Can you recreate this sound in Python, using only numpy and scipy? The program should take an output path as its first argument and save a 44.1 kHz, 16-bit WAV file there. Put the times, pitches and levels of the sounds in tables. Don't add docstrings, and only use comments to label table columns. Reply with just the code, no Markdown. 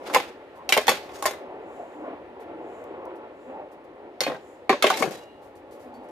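import sys
import numpy as np
from scipy import signal
from scipy.fft import rfft, irfft, next_fast_len
from scipy.io import wavfile
from scipy.ndimage import uniform_filter1d

SR = 44100
rng = np.random.default_rng(int(sys.argv[2]) if len(sys.argv) > 2 else 0)


def boost(x):
    u = np.asarray(x, float) / 20
    return 10 ** u


def materialize(psi):
    bounded = np.clip(np.atleast_2d(psi).T, -1, 1)
    quanta = np.round(bounded * 32767).astype(np.int16)
    wavfile.write(sys.argv[1], SR, quanta)


N = 269439
T = np.arange(N) / SR


def sides(db):
    return np.array([[db], [-db]])


def band(x, lo_hz, hi_hz, order=2):
    sos = signal.butter(order, [lo_hz, min(hi_hz, .45 * SR)], "band", fs=SR, output="sos")
    return signal.sosfilt(sos, x)


def unit(x):
    return x / np.sqrt(np.mean(x ** 2))


def pair(count, alike):
    mid, side = rng.standard_normal((2, count))
    alike = np.clip(alike, 0, 1)
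    return np.sqrt((1 + alike) / 2) * mid + np.sqrt((1 - alike) / 2) * side * sides(1)


def coloured(x, table):
    hz, db = np.transpose(table)
    size = next_fast_len(N)
    log_hz = np.log(np.fft.rfftfreq(size, 1 / SR) + 1)
    gain = boost(np.interp(log_hz, np.log(hz), db))
    return irfft(rfft(x, size) * gain, size)[..., :N]


def walk(rate):
    hold = int(SR / rate)
    levels = np.repeat(rng.standard_normal(N // hold + 1), hold)
    return uniform_filter1d(levels, hold)[:N]


def add(out, s, sound):
    i = int(s * SR)
    n = min(sound.shape[1], N - i)
    out[:, i:i + n] += sound[:, :n]


def fade(t, t60):
    return np.exp(-np.log(1000) * t / t60)


def bump(x, centre, half):
    return np.exp(-((x - centre) / half) ** 2)


def ring(hz, db, t60, t, scatter_db, width, drift):
    hz, db, t60 = (np.reshape(v, (-1, 1)) for v in (hz, db, t60))
    size, detune, phase, skew = rng.standard_normal((4, len(hz), 1))
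    skew = skew * width * np.minimum(.12 + (hz / 1400) ** 2, 1) * sides(1)[:, :, None]
    waves = np.sin(2 * np.pi * hz * (1 + drift * detune) * t + 1.436 * phase + skew)
    level = boost(db + scatter_db * size)
    return (level * fade(t, np.clip(t60, .02, 1.5)) * waves).sum(axis=1)


def through_plate(x, t60, count=70):
    t = np.arange(SR // 30) / SR
    hz = 1500 * 10 ** rng.random(count)
    plate = ring(hz, 0, t60, t, scatter_db=3.0, width=0.99, drift=0)
    plate[:, 0] = 60
    return signal.fftconvolve(x, plate, axes=1)[:, :x.shape[1]]


def rim_colour(x, width_hz, db):
    grain = sum(band(x, hz - width_hz, hz + width_hz, order=1) for hz, *_ in RIM_MODES)
    return unit(x) + boost(db) * unit(grain)


# f/Hz, density [dB per Hz]
HISS_COLOUR = [(710, -36), (1200, -4), (1340, -6.5), (1610, -13), (1750, -6.5), (2130, -11.5),
               (3790, -24.5), (5710, -37.5), (8080, -40.5), (14800, -46), (16000, -50.5)]
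# t/s, level/dB
RUSTLE = [(0, 5.5), (1.5, 3), (4.1, 0.5), (5.25, 6.5), (5.55, 1.5), (6.11, 4.5)]


def self_noise():
    hiss = unit(band(coloured(pair(N, 0.15), HISS_COLOUR), 3800, 18000))
    return boost(-71.5) * hiss * boost(np.interp(T, *np.transpose(RUSTLE)))


# t/s, level/dB
YARD_LEVEL = [(0, -43), (.12, -35.5), (.39, -47), (.62, -46), (.85, -42.5), (1.3, -41), (1.9, -43),
              (2.27, -45.5), (2.62, -41.5), (3.1, -41.5), (3.4, -46.5), (3.86, -48), (4.45, -47),
              (4.72, -50), (4.98, -35), (5.28, -48), (5.7, -48), (6.05, -44.5)]
# t/s, lift/dB, half length [s]
SURGES = [(1.703, 2.5, .02), (1.8, 2.5, .02), (2.087, 7.5, .085), (2.51, 2.5, .03), (2.946, 2, .03),
          (3.242, 2.5, .03), (3.498, 4.5, .03), (3.59, 5.5, .055), (4.048, 2, .04)]


def rumble_level():
    surges_db = sum(db * bump(T, s, half) for s, db, half in SURGES)
    return np.interp(T, *np.transpose(YARD_LEVEL)) + surges_db


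# f/Hz, density [dB per Hz]
YARD_COLOUR = [(15, -68.5), (25, -39), (82, -18), (149, -23.5), (225, -17.5), (285, -9.5), (384, -6.5),
               (560, -7), (641, -10.5), (863, -10), (988, -20), (1610, -25.5), (2760, -23), (4250, -45.5),
               (13600, -56.5), (16000, -61.5)]


def wind():
    air = unit(band(coloured(pair(N, 0.89), YARD_COLOUR), 14, 135, order=1))
    return boost(-56) * air * boost(sides(1.5)) * boost(2 * walk(6))


def far_hiss(rumble_db):
    follows, sag_db_per_s = .45, 1
    level_db = -58 + follows * (rumble_db - np.mean(rumble_db)) - sag_db_per_s * T
    hiss = unit(band(coloured(pair(N, 0.2), HISS_COLOUR), 1400, 4200))
    return hiss * boost(level_db + 1.5 * walk(25))


# f/Hz, width [Hz], level/dB
HOLLOWS = [(300, 240, -4.5), (380, 160, -2), (558, 140, 2), (590, 140, -11), (720, 50, -3), (866, 36, -2.5),
           (967, 35, -4.5), (1076, 76, -5), (1336, 34, -13)]


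def rumble(rumble_db):
    air = coloured(pair(N, 0.94), YARD_COLOUR)
    air[0] = np.roll(air[0], 7)
    hollow = 0
    for hz, w, db in HOLLOWS:
        resonance = unit(band(air, hz - w / 2, hz + w / 2, order=1))
        hollow = hollow + boost(db) * resonance * boost(2.5 * walk(6))
    open_air = 0
    for hz in 200 * 2 ** np.arange(0, 3, 1 / 3):
        open_air = open_air + band(air, hz * .89, hz * 1.12, order=1) * boost(2.0 * walk(17))
    mixed = unit(unit(open_air) + boost(-1.0) * unit(hollow))
    return mixed * boost(rumble_db + sides(.4))


def yard():
    rumble_db = rumble_level()
    return rumble(rumble_db) + far_hiss(rumble_db) + wind() + self_noise()


# t/s, f/Hz, level/dB, half length [s]
FLARES = [(0.6, 1010, -49, 0.041), (6.0, 830, -50, 0.09), (1.518, 930, -52, 0.054),
          (1.529, 753, -49.5, .04), (1.602, 399, -46, .1), (1.708, 1076, -54, 0.032),
          (1.813, 700, -40.5, 0.038), (2.04, 1415, -56, .04), (2.059, 297, -41.5, 0.098),
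          (2.072, 1055, -47, 0.061), (2.093, 635, -38.5, 0.05), (2.196, 900, -51.5, 0.029),
          (2.371, 925, -49, .03), (2.392, 406, -45.5, 0.032), (5.77, 530, -49, .08), (2.598, 323, -43, .12),
          (2.621, 840, -49.5, 0.049), (2.661, 704, -47.5, 0.042), (2.821, 540, -42.5, 0.027),
          (2.948, 363, -40.5, 0.053), (3.017, 1055, -50, .04), (3.05, 522, -44, 0.08),
          (3.081, 930, -45, 0.057), (3.141, 350, -44.5, 0.097), (3.219, 875, -50.5, 0.036),
          (3.511, 259, -47, 0.042), (3.51, 495, -43.5, 0.045), (3.569, 830, -42, 0.058),
          (3.6, 590, -44.5, 0.076), (4.051, 865, -51.5, 0.051), (5.95, 252.7, -51.5, 0.14)]


def flares(spread):
    out = np.zeros((2, N))
    for s, hz, db, half in FLARES:
        t = np.arange(-3 * half, 3 * half, 1 / SR)
        swell = unit(band(pair(len(t), 1.0), hz * (1 - spread), hz * (1 + spread)))
        swell[0] = np.roll(swell[0], 7)
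        add(out, s + t[0], boost(db) * swell * bump(t, 0, half))
    return out


# t/s, half length [s], level/dB
SLEEVE = [
    (1.758, 0.1, -71),
    (1.95, 0.12, -74),
    (2.761, .12, -71.5),
    (3.45, .1, -75.5),
    (4.49, 0.097, -69),
]


def sleeve():
    peak = band(pair(N, 0.34), 6600, 7640)
    wool = unit(peak + boost(-10.0) * band(pair(N, 0.32), 4400, 12000))
    return wool * sum(boost(db) * bump(T, s, half) for s, half, db in SLEEVE)


# t/s, peak level/dB, length [s], click level/dB
TICKS = [(0.553, -66.5, 0.014, -4), (2.4, -63.5, .012, 2.5), (2.840, -75, 0.0063, 23),
         (3.054, -75.5, 0.0087, 23), (3.156, -68.5, 0.0087, 8), (3.715, -66.5, 0.011, -0.5),
         (3.842, -72.5, .007, 6), (5.415, -66.5, 0.025, -12), (5.5548, -64, 0.012, 6.5),
         (5.7104, -60, 0.018, 3), (5.79, -63, 0.024, -12), (5.9404, -66, 0.012, 8), (6.034, -72, .012, 4),
         (6.087, -66, 0.007, 8)]


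def handle():
    out, t = np.zeros((2, N)), np.arange(SR // 8) / SR
    for s, db, length, click_db in TICKS:
        crackle = pair(len(t), 0.18) * boost(1.5 * rng.exponential(size=len(t)))
        metal = unit(rim_colour(band(crackle, 3600, 17500), width_hz=60, db=-9))
        shape = t / length * np.exp(1 - t / length) + boost(click_db) * fade(t, 0.011)
        add(out, s, boost(db - 1) * metal * shape)
    return out


# t/s of most pressure, build-up [s], let-go [s], body level/dB, hiss level/dB
SCRAPES = [(.07, 0.03, .12, -44, -53), (.158, 0.13, 0.082, -48, -46.5), (.225, 0.1, 0.12, -45, -51),
           (.816, .06, .06, -56, -46.5), (.945, 0.075, 0.125, -36, -42), (1.165, 0.075, 0.09, -46, -47.5),
           (1.36, .2, 0.075, -64, -60), (4.33, .15, 0.089, -51, -62), (4.87, 0.05, 0.1, -48, -39.5),
           (4.914, 0.075, 0.12, -30, -44), (5.0, 0.11, 0.1, -46.5, -35.5), (5.13, 0.06, 0.11, -42, -44)]
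# f/Hz, density [dB per Hz]
GRIT = [(700, -30), (1100, -6.5), (2000, -8), (4000, -8.5), (7000, -11), (11000, -20), (14000, -19),
        (16000, -29.5)]


def scrape():
    clicks = pair(N, 0.3) * boost(2.0 * rng.exponential(size=N) + 3 * walk(110))
    grit = coloured(clicks, GRIT)
    body = unit(band(grit, 980, 5200))
    hiss = unit(rim_colour(band(grit, 3500, 16000), width_hz=45, db=-9))
    range_db = 20.5
    out = 0
    for s, build, let_go, body_db, hiss_db in SCRAPES:
        away = np.where(T < s, (s - T) / build, (T - s) / let_go)
        pressure = boost(-range_db * away ** 1.15)
        out = out + pressure * (boost(body_db) * body + boost(hiss_db) * hiss)
    return out


# t/s, level/dB, t60 [s]
BOUNCES = [
    (0.151, -50, 0.22),
    (.77, -51, 0.18),
    (.882, -38, 0.29),
    (4.208, -39, 0.17),
    (4.271, -37, .3),
    (5.03, -37.5, 0.36),
    (5.065, -32, 0.15),
]


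def table_top():
    out, t = np.zeros((2, N)), np.arange(SR // 3) / SR
    for s, db, t60 in BOUNCES:
        shudder = unit(band(pair(len(t), 0.5), 135, 240, order=3)) * boost(sides(1.5))
        add(out, s, boost(db) * shudder * fade(t, t60) * np.minimum(t / 0.01, 1))
    return out


# t/s, f/Hz, level/dB, rise [s], t60 [s]
FREE_RINGS = [(1.135, 6600, -52, .032, .39), (4.73, 6599, -50, .04, .33), (5.16, 838, -43, .03, .4),
              (5.36, 832, -50, .06, 1.4), (5.12, 1850, -59, .036, .6), (5.19, 2840, -56, .04, .9),
              (4.87, 3905, -49, .045, .5), (5.1, 3950, -52, .035, .6), (5.94, 4520, -62, .004, .22)]


def free_rings():
    out, t = np.zeros((2, N)), np.arange(SR // 2) / SR
    for s, hz, db, rise, t60 in FREE_RINGS:
        line = ring(hz, db, t60, t, scatter_db=2.0, width=0.52, drift=0)
        add(out, s, line * np.minimum(t / rise, 1) * boost(2.5 * walk(40)[:len(t)]))
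    return out


# t/s, f/Hz, level/dB, t60 [s]
EARLY_PINGS = [(0.1465, 837, -12, 0.063), (0.1465, 2130.0, -14.5, 0.05), (0.1465, 1040, -17.0, 0.1),
               (0.1465, 4810, -30.5, 0.116), (0.161, 504.5, -14.5, 0.076), (0.161, 1021, -14.0, 0.077),
               (0.161, 2260, -29.0, 0.108), (0.161, 790, -15.0, 0.09), (0.691, 760.0, -21.0, 0.044),
               (0.691, 3230, -32.0, 0.072), (0.691, 5640.0, -29.0, 0.067), (0.691, 7000.0, -32.0, 0.05),
               (0.7235, 2038, -18.0, 0.12), (0.7235, 2790.0, -22.0, 0.149), (0.7235, 3930, -20.0, 0.088),
               (0.7235, 5830.0, -24.0, 0.07), (0.7235, 2320, -21.0, 0.15), (0.739, 2770, -27.0, 0.124),
               (0.739, 5090.0, -34.0, 0.186), (0.739, 5520.0, -33.0, 0.106), (0.7665, 798, -14.5, 0.1),
               (0.7755, 2150.0, -21.0, 0.073), (0.7745, 2720.0, -25.0, 0.052), (0.776, 3100, -22.0, 0.06),
               (0.776, 420.0, -19.5, 0.1), (0.776, 610.0, -15.0, 0.091), (0.7665, 511, -20.0, 0.13),
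               (0.7235, 5510, -28.0, 0.15), (0.8805, 1800.0, -17.5, 0.079), (0.8805, 2607, -23.0, 0.25),
               (0.892, 4450, -29.0, 0.15), (0.8805, 3430.0, -23.5, 0.118), (0.892, 1135, -19, 0.089),
               (0.892, 2200, -20.0, 0.046), (0.892, 2590, -23.0, 0.122), (0.892, 8550.0, -28.0, 0.046),
               (0.915, 522, -21.0, 0.069), (0.8805, 1120, -17.5, 0.1), (0.8805, 1985, -19.5, 0.1),
               (0.8805, 490, -16.0, 0.11), (1.224, 804, -31.5, 0.25), (1.224, 1100.0, -27.0, 0.1),
               (1.224, 6590.0, -45.0, 0.217), (1.255, 639, -21.0, 0.148), (1.255, 848, -24, 0.091),
               (1.255, 1854, -21, 0.061), (1.255, 6880, -33, 0.088), (1.266, 607, -17, 0.056),
               (1.258, 1050, -19.0, 0.09), (1.266, 2070, -32.0, 0.25)]
# t/s, f/Hz, level/dB, t60 [s]
LATE_PINGS = [(4.2055, 2084, -31.5, 0.098), (4.2055, 3680.0, -28, 0.069), (4.206, 4450, -24, 0.055),
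              (4.212, 512, -25.5, 0.073), (4.235, 2490.0, -37.0, 0.28), (4.235, 1120, -32, 0.05),
              (4.235, 4330.0, -30.0, 0.15), (4.235, 4500, -36, 0.157), (4.265, 541, -23.0, 0.21),
              (4.268, 700.0, -27.0, 0.1), (4.264, 2500.0, -27.0, 0.054), (4.275, 290.0, -27.5, 0.13),
              (4.695, 772, -11.0, 0.082), (4.694, 1054, -12, 0.085), (4.694, 1880, -23, 0.14),
              (4.694, 2210, -17.5, 0.078), (4.7, 390.0, -16.0, 0.15), (4.73, 574, -22.5, 0.12),
              (4.729, 1095, -21.0, 0.067), (4.73, 2180.0, -26, 0.06), (4.825, 1250.0, -19.5, 0.07),
              (4.824, 2160.0, -22, 0.18), (4.824, 2550.0, -31, 0.25), (4.824, 3570, -30.0, 0.14),
              (4.8417, 380.0, -17.5, 0.15), (4.8415, 645, -11.0, 0.053), (4.8415, 2120, -27, 0.13),
              (4.8415, 2580.0, -26.0, 0.23), (4.868, 602, -23.5, 0.168), (4.868, 2130, -29, 0.051),
              (4.868, 2850.0, -29.0, 0.078), (4.8415, 1110, -18, 0.098), (4.902, 760.0, -17.5, 0.11),
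              (4.903, 1154, -17, 0.051), (4.902, 1490, -20.5, 0.065), (4.925, 880, -25, 0.15),
              (4.94, 4000.0, -34.0, 0.12), (4.972, 770, -28.0, 0.097), (4.868, 420, -19.0, 0.097),
              (4.696, 1780, -21.5, 0.13), (5.005, 270, -26, 0.11), (5.007, 470.0, -29.0, 0.28),
              (5.023, 471, -19.5, 0.097), (5.023, 637, -18.5, 0.056), (5.023, 1114, -12.5, 0.041),
              (5.0255, 2186, -19.0, 0.052), (5.041, 391, -29.0, 0.15), (5.04, 790.0, -23.0, 0.063),
              (5.075, 336, -26.5, 0.074), (4.695, 1170, -16.5, 0.093)]
# t/s, f/Hz, level/dB, t60 [s]
SLAPS = [(.691, 2650, -24, 0.041), (0.691, 4504, -24.5, 0.025), (.7235, 2270, -11, .05),
         (0.7238, 3050, -12, .05), (0.8807, 886, -10, .04), (4.206, 5150, -23, 0.041),
         (5.0255, 3494, -29.5, 0.037)]


def pings(rise_cycles, width):
    out, t = np.zeros((2, N)), np.arange(SR // 5) / SR
    starts = [touch[0][0][0] for touch in TOUCHES]
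    pans_db = [touch[3] for touch in TOUCHES]
    for s, hz, db, t60 in EARLY_PINGS + LATE_PINGS + SLAPS:
        pan_db = pans_db[np.searchsorted(starts, s + .004) - 1]
        line = ring(hz, db, min(t60, .15), t, scatter_db=0, width=width, drift=0)
        line = line * np.minimum(t * hz / rise_cycles, 1)
        add(out, s, boost(sides(pan_db / 2)) * line * boost(2.0 * walk(150)[:len(t)]))
    return out


# low f/Hz, high f/Hz, share level/dB, t60 [s], left-right likeness [0-1], build-up [s]
BANDS = [
    (229, 1240, -11, 0.13, 0.9, 0.0011),
    (1240, 4230, -8.5, 0.23, 0.2, 0.00047),
    (4070, 15000, -3.5, 0.13, 0, 0.00037),
]
# f/Hz, t60 [s], level/dB when the base, the rim or the planks take the blow
PLATE_MODES = [(256, 0.089, -29, -14.5, -5), (399, 0.11, -10, -5.5, 0), (508, 0.1, -3.5, -4.5, 0),
               (592, .15, -7, -8, -3.5), (642, 0.1, -4, -6, -7.5), (765, .11, -3, -5, -3),
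               (822, .086, -2.5, -4.5, -14), (857, 0.057, -6, -12, -16.5), (1060, 0.1, -2, -6, -3.5),
               (1178.5, 0.099, -12, -13, -22)]
# f/Hz, t60 [s], level/dB for base, rim, planks
WALL_MODES = [(1370, 0.062, -19.5, -14, -10), (1510, .03, -19, -12, -24), (1705, .03, -19, -13, -26),
              (1818, .1, -14, -14, -17), (2040, 0.14, -10.5, -11, -17), (2159, 0.064, -9, 0, -14),
              (2354, .18, -19, -9, -10.5), (2546, 0.19, -18, -11, -13), (2720, .09, -16, -8.5, -31),
              (3050, .066, -24.5, -8.5, -39), (3150, .041, -19, -8.5, -35), (3230, 0.091, -19, -8, -35),
              (3456, 0.16, -16, -11.5, -22.5), (3690, .13, -16.5, -7.5, -24)]
# f/Hz, t60 [s], level/dB for base, rim, planks
RIM_MODES = [(3970, .051, -29, -14, -40), (4448, 0.055, -22.5, -8.5, -29), (4587, .069, -24, -11, -19),
             (4800, 0.048, -26, -19, -38), (5150, .1, -22.5, -11, -35), (5510, .12, -26, -13, -40),
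             (5830, 0.053, -26, -11, -30), (6590, 0.15, -20, -16, -19), (7190, .1, -22, -15, -29),
             (8800, .07, -25, -19, -40), (9180, 0.068, -26.5, -19, -40), (10600, .06, -26, -19, -40),
             (11460, .06, -25.5, -20, -40)]
STRUCK = ["base", "rim", "planks"]


def strike(t, band_db, struck, stretch):
    chatter = boost(-30.5) * pair(len(t), 0.99) * fade(t, 0.18 * stretch)
    chatter[:, 0] = 1
    sound = 0
    for db, modes, dense_band in zip(band_db, (PLATE_MODES, WALL_MODES, RIM_MODES), BANDS):
        lo_hz, hi_hz, share_db, t60, alike, rise = dense_band
        hz, mode_t60, *struck_db = np.transpose(modes)
        mode_db = struck_db[STRUCK.index(struck)]
        clear = ring(hz, mode_db, mode_t60 * stretch, t, scatter_db=2.0, width=0.64, drift=0.0087)
        clear = signal.fftconvolve(clear, chatter, axes=1)[:, :len(t)]
        clear = clear / np.sqrt(np.sum(boost(mode_db) ** 2))
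        shape = fade(t, .6 * t60 * stretch) + boost(-9.5) * fade(t, 1.8 * t60)
        dense = unit(band(through_plate(pair(len(t), alike), t60=0.026), lo_hz, hi_hz)) * shape
        slap = 1 + 0.5 * fade(t, 0.028) + lo_hz / 3800 * fade(t, 0.012)
        push = np.minimum(t / rise, 1) * slap
        sound = sound + boost(db) * push * (boost(-3.5) * clear + boost(share_db) * dense)
    return sound


# t/s, thud level/dB, clank level/dB, crack level/dB
TIPPED_UP = [(.078, -28.5, -39, -55), (.099, -21, -44, -52), (.133, -23, -34, -41),
             (.138, -24.5, -20.5, -30.5), (.1465, -9, -10, -18), (.161, -6.5, -20.5, -28),
             (.168, -16, -21.5, -30.5), (.200, -22, -25, -43)]
# t/s, thud level/dB, clank level/dB, crack level/dB
RIM_ON_RIM = [(.691, -24, -19.5, -21), (.699, -18.5, -26, -31), (.7235, -14, -7, -13),
              (.739, -18, -15, -24)]
# t/s, thud level/dB, clank level/dB, crack level/dB
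BASE_LANDS = [(.7665, -8.5, -22, -30), (.775, -7, -13, -22), (.812, -25.5, -34, -40.5)]
# t/s, thud level/dB, clank level/dB, crack level/dB
DROPS_HOME = [(.869, -22.5, -24, -28.5), (.8805, -4, -8, -20.5), (.892, -10, -15.5, -15),
              (.915, -13, -20, -33)]
# t/s, thud level/dB, clank level/dB, crack level/dB
LIFTED_OUT = [(1.091, -34, -40, -65.5), (1.224, -23, -29.5, -29.5), (1.240, -21.5, -47.5, -37.5),
              (1.255, -14, -20, -27), (1.2606, -30, -23, -19), (1.266, -15, -21, -29),
              (1.309, -25, -33, -39), (1.334, -25, -45, -50)]
# t/s, thud level/dB, clank level/dB, crack level/dB
CLIPS_NEIGHBOUR = [(4.2055, -21, -20, -22), (4.214, -19.5, -23.5, -29), (4.235, -28, -22.5, -33),
                   (4.265, -16.5, -25, -44), (4.277, -19, -27, -53), (4.298, -19, -42, -53),
                   (4.318, -19.5, -43, -62), (4.345, -23, -48, -68)]
# t/s, thud level/dB, clank level/dB, crack level/dB
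SET_DOWN = [(4.694, -4.5, -11, -32.5), (4.703, -9, -19, -34), (4.727, -10, -22, -46)]
# t/s, thud level/dB, clank level/dB, crack level/dB
DRAGGED = [(4.824, -15, -11, -18.5), (4.8415, -4, -11, -35), (4.867, -11, -10.5, -27),
           (4.9012, -11, -19, -25), (4.925, -20.5, -30, -49), (4.940, -26, -23, -39),
           (4.972, -25, -22, -31)]
# t/s, thud level/dB, clank level/dB, crack level/dB
LEAVES_TABLE = [(5.007, -18, -49, -50), (5.023, -9.5, -27, -28.5), (5.0265, -16, -19, -33),
                (5.040, -18.5, -36, -53), (5.055, -20, -40, -50), (5.075, -24.5, -42, -52),
                (5.109, -30, -44, -43)]
# blows, what is struck, ring length factor [1], left minus right level/dB
TOUCHES = [
    (TIPPED_UP, "base", 0.77, -.6),
    (RIM_ON_RIM, "rim", .65, -.3),
    (BASE_LANDS, "base", .75, -.3),
    (DROPS_HOME, "base", .8, -.5),
    (LIFTED_OUT, "base", 0.83, .4),
    (CLIPS_NEIGHBOUR, "rim", 0.9, 0.68),
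    (SET_DOWN, "planks", 0.73, .2),
    (DRAGGED, "rim", 0.85, .2),
    (LEAVES_TABLE, "planks", 0.61, 6.4),
]


def blows(gain_db):
    out, t = np.zeros((2, N)), np.arange(SR // 4) / SR
    hard_damp_per_db = 0.01
    for events, struck, ring_factor, pan_db in TOUCHES:
        for s, *band_db in events:
            stretch = np.clip(ring_factor - hard_damp_per_db * (max(band_db) + 16.5), .2, 1.2)
            sound = strike(t, band_db, struck, stretch)
            add(out, s, boost(gain_db + sides(pan_db / 2)) * sound * np.minimum((t[-1] - t) / .05, 1))
    return band(out, 190, 18000, order=3)


def scene():
    background = yard() + flares(spread=.09)
    small_sounds = sleeve() + handle() + scrape()
    pans = table_top() + free_rings() + pings(rise_cycles=0.97, width=0.48) + blows(gain_db=-6.0)
    return background + small_sounds + pans


def top_cut(x):
    return signal.sosfilt(signal.butter(12, 16810, fs=SR, output="sos"), x)


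def record(dry):
    soft = np.tanh(1.45 * dry) / 1.25
    top_hz, ripple_db = 14200, .5
    mix = signal.sosfilt(signal.cheby1(6, ripple_db, top_hz, fs=SR, output="sos"), soft)
    return top_cut(mix)


dry = scene()
out = record(dry)
materialize(out)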